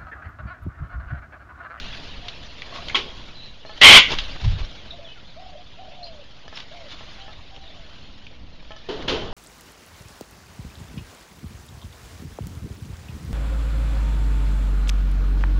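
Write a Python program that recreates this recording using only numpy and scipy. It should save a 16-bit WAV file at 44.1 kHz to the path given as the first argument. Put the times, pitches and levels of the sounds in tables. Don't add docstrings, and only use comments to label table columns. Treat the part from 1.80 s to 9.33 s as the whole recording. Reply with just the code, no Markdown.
import sys
import numpy as np
from scipy import signal
from scipy.fft import rfft, irfft
from scipy.io import wavfile
from scipy.ndimage import uniform_filter1d

SR = 44100
rng = np.random.default_rng(int(sys.argv[2]) if len(sys.argv) > 2 else 0)


def put_to_file(sound):
    columns = np.atleast_2d(sound).T
    safe = np.clip(columns, -1, 1)
    whole_steps = np.round(safe * 32767)
    wavfile.write(sys.argv[1], SR, whole_steps.astype(np.int16))


N = 332070

# [hz, level_db]
RUSTLE_COLOUR = [(500, -31), (900, -11), (1400, -11), (2200, -9.5), (3370, -4.5), (4860, -11),
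                 (6700, -20.5), (12000, -24)]


def gain_of(db):
    return 10 ** (np.asarray(db) / 20)


def clock(length_s):
    return np.arange(round(length_s * SR)) / SR


def evened(x):
    return x / np.sqrt(np.mean(x ** 2) + 1e-20)


def smoothed(x, size, axis=-1):
    once = uniform_filter1d(x, size=size, axis=axis)
    return uniform_filter1d(once, size=size, axis=axis)


def wobble(count, seconds):
    size = max(round(seconds * SR), 1)
    return evened(smoothed(rng.standard_normal(count), size))


def read(points, hz):
    f, value = np.transpose(points)
    return np.interp(np.log(hz + 1), np.log(f + 1), value)


def coloured(x, points):
    hz = np.fft.rfftfreq(len(x), 1 / SR)
    return irfft(rfft(x) * gain_of(read(points, hz)), len(x))


def resonate(x, hz, width_hz):
    turn = np.exp(2j * np.pi * np.cumsum(hz * np.ones(len(x))) / SR)
    r = np.exp(-np.pi * width_hz / SR)
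    return 2 * (turn * signal.lfilter([1 - r], [1, -r], x / turn)).real


def resonate_twice(x, hz, width_hz, second_width_hz):
    return resonate(resonate(x, hz, width_hz), hz, second_width_hz)


def add(mix, start_s, sound):
    part = mix[max(round(start_s * SR), 0):][:len(sound)]
    part += sound[:len(part)]


def screech():
    start_s, hold_s, full_db = 2.009, 0.17, 3.5
    attack_s, burst_db, swell_s = .007, -10.5, .045
    release_db_per_s, tail_db, tail_db_per_s = 649.5, -22, 218.5
    syrinx_hz, slack_hz, upper_hz, upper_db = 1064.3, 95.1, 3165, 5
    t = clock(hold_s + 0.17)
    after = np.maximum(t - hold_s, 0)
    slack = np.maximum(1 - t / swell_s, 0)
    hz = syrinx_hz - slack_hz * slack
    release_db = np.maximum(-release_db_per_s * after, tail_db - tail_db_per_s * after)
    effort_db = full_db + burst_db * slack + release_db
    turns = np.cumsum(hz * (1 + .08 * wobble(len(hz), .002))) / SR
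    folds = sum(np.cos(2 * np.pi * k * turns) for k in range(2, 8))
    folds = folds * gain_of(5.8 * wobble(len(hz), .0005))
    drive = evened(folds) + 1.5 * rng.standard_normal(len(hz))
    throat = resonate_twice(drive, 2 * hz, 520, 520)
    throat -= gain_of(upper_db) * resonate_twice(drive, upper_hz, 700, 650)
    throat += gain_of(-12.0) * resonate(drive, 4200, 900)
    throat += gain_of(-6.5) * resonate(drive, 1200, 1400)
    attack = np.minimum(t / attack_s, 1) ** 2
    return start_s, attack * gain_of(effort_db) * evened(throat)


def bang(start_s, rattle_db, boom_db, t60_s):
    # [hz, density_db_per_hz]
    boom_colour = [(35, -26), (60, -24), (194, -6.5), (429, 4), (558, -6.5), (618, -4.5), (1030, -10),
                   (2000, -19), (2600, -47), (4400, -120)]
    t = clock(.5)
    noise = rng.standard_normal((2, len(t)))
    rattle = evened(coloured(noise[0], RUSTLE_COLOUR))
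    rattle += gain_of(-7) * evened(resonate(rattle, 3060, 230))
    rattle *= gain_of(rattle_db - 60 * t / t60_s + 0.92 * wobble(len(t), 0.0014))
    boom = evened(coloured(noise[1], boom_colour)) * gain_of(boom_db - 60 * t / (1.84 * t60_s))
    return start_s, rattle * np.minimum(t / 0.0066, 1) + boom * np.minimum(t / 0.0031, 1)


def pot(start_s, peak_db, contact_s, hardness_db):
    # [hz, level_db, t60_s]
    pot_modes = [(685, -3, 0.15), (1100, 18, 0.65), (1300, 7, 0.12), (2250, 7, .1), (3250, 6.5, 1),
                 (3280, 7, .2), (4330, -16, .15)]
    t = clock(.4)
    grit = rng.standard_normal(len(t)) * (t < contact_s) * gain_of(5.6 * wobble(len(t), 0.0051))
    grit[:20] += 3.7 * np.hanning(20)
    free = 0.00077 / contact_s
    out = np.zeros(len(t))
    for hz, db, t60_s in pot_modes:
        long_ring = free * gain_of(-60 * t / t60_s + 6.1 * wobble(len(t), 0.0044))
        ring = (gain_of(-60 * t / 0.062) + long_ring) * np.sin(2 * np.pi * hz * t)
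        tilt_db = hardness_db * np.log2(hz / 1068)
        out += gain_of(db + tilt_db) * signal.fftconvolve(grit, ring)[:len(t)]
    return start_s, gain_of(peak_db) * out / abs(out).max()


def gust(peak_s, level_db, eddy_hz, fall_db_per_s):
    rise_db_per_s, hold_s = 600, 0.029
    t = clock(.35) - .08
    fall_db = -fall_db_per_s * np.maximum(t - hold_s, 0)
    level_db = level_db + np.minimum(rise_db_per_s * t, fall_db)
    eddies = resonate_twice(rng.standard_normal(len(t)), eddy_hz, 3.0 * eddy_hz, 1.7 * eddy_hz)
    eddies /= np.sqrt(smoothed(eddies ** 2, 900) + 1e-12)
    smooth = signal.lfilter(*signal.butter(3, 120, fs=SR), eddies)
    return peak_s + t[0], gain_of(level_db) * smooth * signal.windows.tukey(len(t), .15)


def tap(start_s, level_db, ring_hz, t60_s):
    t = clock(.2)
    noise = rng.standard_normal((2, len(t)))
    ring = evened(resonate_twice(noise[1], ring_hz, 0.38 * ring_hz, 0.38 * ring_hz))
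    scratch = .5 * evened(coloured(noise[0], RUSTLE_COLOUR)) + ring
    decay = gain_of(-60 * t / 0.02) + .5 * gain_of(-60 * t / t60_s)
    return start_s, scratch * gain_of(level_db) * decay * np.minimum(t / 0.00019, 1)


def knock(start_s, blow_db, hardness_db, freedom):
    # [hz, level_db, t60_s]
    rail_modes = [(647.4, -1.5, .25), (840, -0.5, 0.14), (1065, -6, .2), (1300, -2.5, 0.19),
                  (1740, -2.5, 0.21), (2210, -12.5, .2), (3040, -9, .2), (3330, -8, .15), (5000, -14.5, .2),
                  (5800, -16, 0.13)]
    t = clock(.25)
    hz, db, t60_s = np.transpose(rail_modes)[:, :, None]
    share_db = db + hardness_db * np.log2(hz / 630) + 1.3 * rng.standard_normal(hz.shape)
    decay_db = -60 * t / (t60_s * max(freedom, .05))
    modes = gain_of(share_db + decay_db) * np.sin(2 * np.pi * hz * t)
    thud = 0.84 * gain_of(-60 * t / 0.011) * np.sin(2 * np.pi * 1200 * t) * np.cos(2 * np.pi * 450 * t)
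    return start_s, gain_of(blow_db) * (.5 * modes.sum(0) + thud)


def flap(peak_s, rustle_db, whoosh_db, whoosh_hz, length_s):
    t = clock(.3) - .15
    noise = rng.standard_normal((2, len(t)))
    swell = np.exp(-.5 * (t / (length_s / 3)) ** 2)
    swell *= gain_of(2.7 * wobble(len(swell), 0.0049))
    rustle = evened(coloured(noise[0], RUSTLE_COLOUR))
    whoosh = evened(resonate_twice(noise[1], whoosh_hz, 1450, 1600))
    return peak_s - .15, swell * (gain_of(rustle_db) * rustle + gain_of(whoosh_db) * whoosh)


def coo(start_s, length_s, top_hz, last_hz, scoop_hz, level_db, roll_db, roll_at):
    scoop_s, sag_power, fade_db = 0.0391, 2.6, -6
    under_db, roll_span, roll_duck = -12, 0.16, 0.33
    t = clock(length_s)
    place = t / length_s
    scoop = scoop_hz * np.maximum(1 - t / scoop_s, 0)
    hz = top_hz - scoop - (top_hz - last_hz) * place ** sag_power
    roll_db = roll_db * np.exp(-((place - roll_at) / roll_span) ** 2)
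    level_db = level_db - roll_duck * roll_db + fade_db * place ** 4
    hz = hz * (1 + 0.012 * wobble(len(hz), 0.0078))
    tone = np.sin(2 * np.pi * np.cumsum(hz) / SR) * gain_of(2.9 * wobble(len(hz), .006))
    under = evened(resonate_twice(rng.standard_normal(len(hz)), hz - 110, 56, 56))
    voice = np.sqrt(2) * tone + gain_of(under_db + roll_db) * under
    return start_s, gain_of(level_db) * voice * signal.windows.tukey(len(hz), .15)


def chirp(start_s, length_s, first_hz, last_hz, level_db, fade_db, husky):
    rise_s, settle_power, width_hz = 0.0046, 1.6, 390
    t = clock(length_s)
    hz = last_hz + (first_hz - last_hz) * (1 - t / length_s) ** settle_power
    tone = np.sqrt(2) * np.sin(2 * np.pi * np.cumsum(hz) / SR)
    edge = evened(resonate_twice(rng.standard_normal(len(hz)), hz, width_hz, width_hz))
    level = np.minimum(t / rise_s, 1) * gain_of(level_db + fade_db * t / length_s)
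    return start_s, level * (tone + husky * edge) * signal.windows.tukey(len(hz), .1)


def veranda(x):
    # [hz, t60_s]
    echo_times = [(300, 0.13), (1000, 0.23), (2500, 0.36), (5000, 0.2), (9000, 0.29)]
    taps = np.zeros(SR // 2)
    at = np.arange(300, len(taps) - 20, 20)
    taps[at + rng.integers(0, 20, len(at))] = rng.choice([-1., 1.], len(at))
    hz, t, z = signal.stft(taps, SR, nperseg=256)
    decay = gain_of(-60 * t / read(echo_times, hz)[:, None])
    tail = signal.istft(z * decay, SR, nperseg=256)[1]
    return signal.fftconvolve(x, tail / np.linalg.norm(tail))[:N]


def hiss(points, patchy_db, flicker_db):
    frames, hz = N // 128 + 5, np.fft.rfftfreq(512, 1 / SR)
    a, b, patches = rng.standard_normal((frames, 257, 3)).T
    patches = uniform_filter1d(uniform_filter1d(patches, size=3, axis=0), size=9, axis=1)
    flicker = evened(uniform_filter1d(rng.exponential(1, frames) - 1, size=4))
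    level_db = read(points, hz)[:, None] + patchy_db * evened(patches) + flicker_db * flicker
    z = (a + 1j * b) * gain_of(level_db)
    return evened(signal.istft(z, nperseg=512, noverlap=384)[1][:N])


def air():
    # [time_s, rustle_db, wind_db, yard_db]
    drift = [(0, -37.5, -37, -45.5), (.4, -43, -40.5, -48.5), (.78, -43.5, -44.5, -49.5),
             (1.1, -38.5, -40.5, -43), (1.45, -44.5, -42.5, -48.5), (1.8, -49.5, -48.5, -55),
             (2.27, -31.5, -37, -40.5), (2.6, -41.5, -41.5, -46.5), (2.9, -43.5, -44.5, -47.5),
             (3.3, -49, -46.5, -54.5), (4.601, -50, -49, -54), (4.9, -46, -47.5, -52.5),
             (5.3, -43, -44.5, -51.5), (5.74, -49, -46, -54), (6.1, -46.5, -45.5, -53),
             (6.64, -53.5, -43, -55), (7.04, -48.5, -49, -53.5), (7.2, -43, -35.5, -41.5),
             (7.53, -43.5, -34.5, -39)]
    # [hz, density_db_per_hz]
    yard_colour = [(59, -25), (100, 1.5), (129, -2.5), (350, -6.5), (618, -3), (908, -10), (1750, -19.5),
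                   (2420, -29.5), (3000, -11), (3900, -44.5), (6600, -120)]
    # [hz, density_db_per_hz]
    wind_colour = [(8.8, -23.5), (15, 7), (22, -11), (43, -3), (193, -17.5), (249, -19.5), (300, -20.5),
                   (390, -48), (660, -120)]
    time_s, *columns = np.transpose(drift)
    rustle_db, wind_db, yard_db = (np.interp(np.arange(N) / SR, time_s, c) for c in columns)
    rustle = gain_of(rustle_db) * hiss(RUSTLE_COLOUR, patchy_db=3.0, flicker_db=1.1)
    yard = gain_of(yard_db) * hiss(yard_colour, patchy_db=0.5, flicker_db=1.74)
    wind = evened(coloured(rng.standard_normal(N), wind_colour))
    return rustle + yard + gain_of(wind_db + 1.1 * wobble(N, 0.029)) * wind


def scene():
    # [start_s, level_db, ring_hz, t60_s]
    tap_events = [(.483, -27, 3400, 0.12), (0.82, -28.5, 2450, 0.044), (1.084, -26.5, 3200, 0.0313),
                  (1.097, -26.5, 2080, 0.089), (1.153, -16, 2300, 0.14), (1.161, -24, 3040, 0.29),
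                  (1.658, -40, 4095, .03), (2.386, -16.5, 3250, 0.1), (4.79, -46, 3200, .02),
                  (5.763, -39.5, 3130, 0.064), (6.467, -39.5, 2510, 0.048), (6.919, -39.5, 2880, 0.031),
                  (7.224, -34.5, 1880, .06)]
    # [start_s, blow_db, hardness_db_per_octave, freedom to ring 0-1]
    knock_events = [(1.851, -30, -7, 0.36), (1.895, -34, -0.5, 0.8), (4.68, -38, 5, 0.15),
                    (4.728, -32.5, -0.5, 0.27), (5.209, -33, -6, 0.3), (5.481, -34.5, -2.5, 0.9),
                    (6.907, -33.5, 0, 0.85), (6.964, -47, 7.5, 0.4)]
    # [start_s, length_s, top_hz, last_hz, scoop_hz, level_db, roll_db, roll_at 0-1 of the length]
    coo_events = [(.41, .125, 717, 650, 20, -52, 5, 0.4), (3.117, .17, 700, 648, 49, -49, 21, 0.43),
                  (3.556, 0.2, 746, 720, 185, -45.5, 5, 1), (3.726, .11, 733, 713, 5, -48.5, 31.5, 0.29),
                  (3.966, .48, 752, 520, 180, -45, 12, 0.31), (4.9, 0.19, 705, 530, 173, -46, 2, .7),
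                  (5.368, 0.18, 783, 726, 18, -52.5, 2, 0.6), (5.698, 0.42, 784, 539, 18, -55, 21, .5)]
    # [start_s, length_s, first_hz, last_hz, level_db, fade_db over the length, husky 0-1]
    chirp_events = [(.04, .085, 2800, 2760, -50, -4, 0.5), (0.122, .035, 2720, 2150, -46, -6, .1),
                    (1.551, 0.076, 4080, 3910, -46.5, -2, 0.8), (1.63, 0.086, 4150, 3880, -42, -14, 0.7),
                    (1.855, 0.11, 4200, 4310, -46, -15, 0.7), (2.974, 0.066, 3500, 3100, -48, -7, .15),
                    (3.105, .025, 3850, 3610, -32, -22, 0.96), (3.243, 0.073, 3650, 2865, -43.5, -8, 0.6),
                    (3.285, 0.035, 2560, 2570, -50, -1, .1), (3.312, 0.028, 3020, 2990, -45, -4, 0),
                    (3.356, 0.037, 1560, 1347, -56, 6, 0), (3.47, .06, 4330, 3810, -53, -5, .1),
                    (4.226, 0.081, 4220, 4160, -35, -25, 0.63), (4.237, 0.058, 4550, 4970, -39, -19.5, .6),
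                    (4.753, 0.021, 5270, 5300, -37.5, -12, .6), (5.103, .05, 3670, 3470, -44, -10, .4),
                    (5.808, 0.11, 4050, 3500, -53.5, 2, .15)]
    # [peak_s, rustle_db, whoosh_db, whoosh_hz, length_s]
    flap_events = [(0.012, -62, -66, 700, 0.067), (0.963, -38, -42, 920, 0.051),
                   (2.325, -24, -27.5, 386, 0.049), (2.561, -48, -43, 1294, 0.022),
                   (2.639, -35.5, -41, 690, 0.075), (2.714, -41, -49, 900, 0.07),
                   (2.799, -39.5, -40.5, 600, .05), (4.78, -39, -53, 700, 0.098),
                   (5.118, -41, -71, 900, 0.058)]
    # [start_s, peak_db, contact_s, hardness_db_per_octave]
    pot_events = [(0.925, -29, 0.076, -27), (1.146, -8.5, 0.0087, 4.5)]
    # [peak_s, level_db before smoothing, eddy_hz, fall_db_per_s]
    gust_events = [(2.319, -23, 8.2, 38), (2.654, -13, 54, 198), (2.718, -23.5, 53, 300),
                   (2.813, -22, 23, 500)]
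    # [start_s, rattle_db, boom_db, t60_s of the rattle]
    bang_events = [(1.149, -18.5, -29.5, 0.2), (7.086, -34, -28.5, 0.44), (7.277, -22.5, -23.5, 0.46)]
    near, far, soft = np.zeros((3, N))
    add(near, *screech())
    layers = [(near, tap, tap_events), (near, knock, knock_events),
              (far, coo, coo_events), (far, chirp, chirp_events),
              (soft, flap, flap_events), (soft, pot, pot_events),
              (soft, gust, gust_events), (soft, bang, bang_events)]
    for mix, source, events in layers:
        for event in events:
            add(mix, *source(*event))
    wet = veranda(gain_of(-13) * near + gain_of(-6.0) * far)
    return (near + far + soft + wet + air())[None]


def record(dry):
    # [hz, gain_db]
    mic_response = [(7000, 0), (7600, -18), (8200, -32), (9000, -10), (11500, -15), (13000, -40)]
    # [hz, gain_db]
    output_response = [(4000, -0.5), (7000, -5.5), (10000, -11.5), (13000, -6.5), (15500, -18)]
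    heard = coloured(dry[0], mic_response)
    knee = 5
    clipped = heard / (1 + abs(heard) ** knee) ** (1 / knee)
    shifted = gain_of(-0.15) * coloured(clipped, output_response) + .0088
    band_limit = signal.firwin(511, 15570, window=("kaiser", 9), fs=SR)
    return signal.oaconvolve(shifted, band_limit, "same")[None]


dry = scene()
out = record(dry)
put_to_file(out)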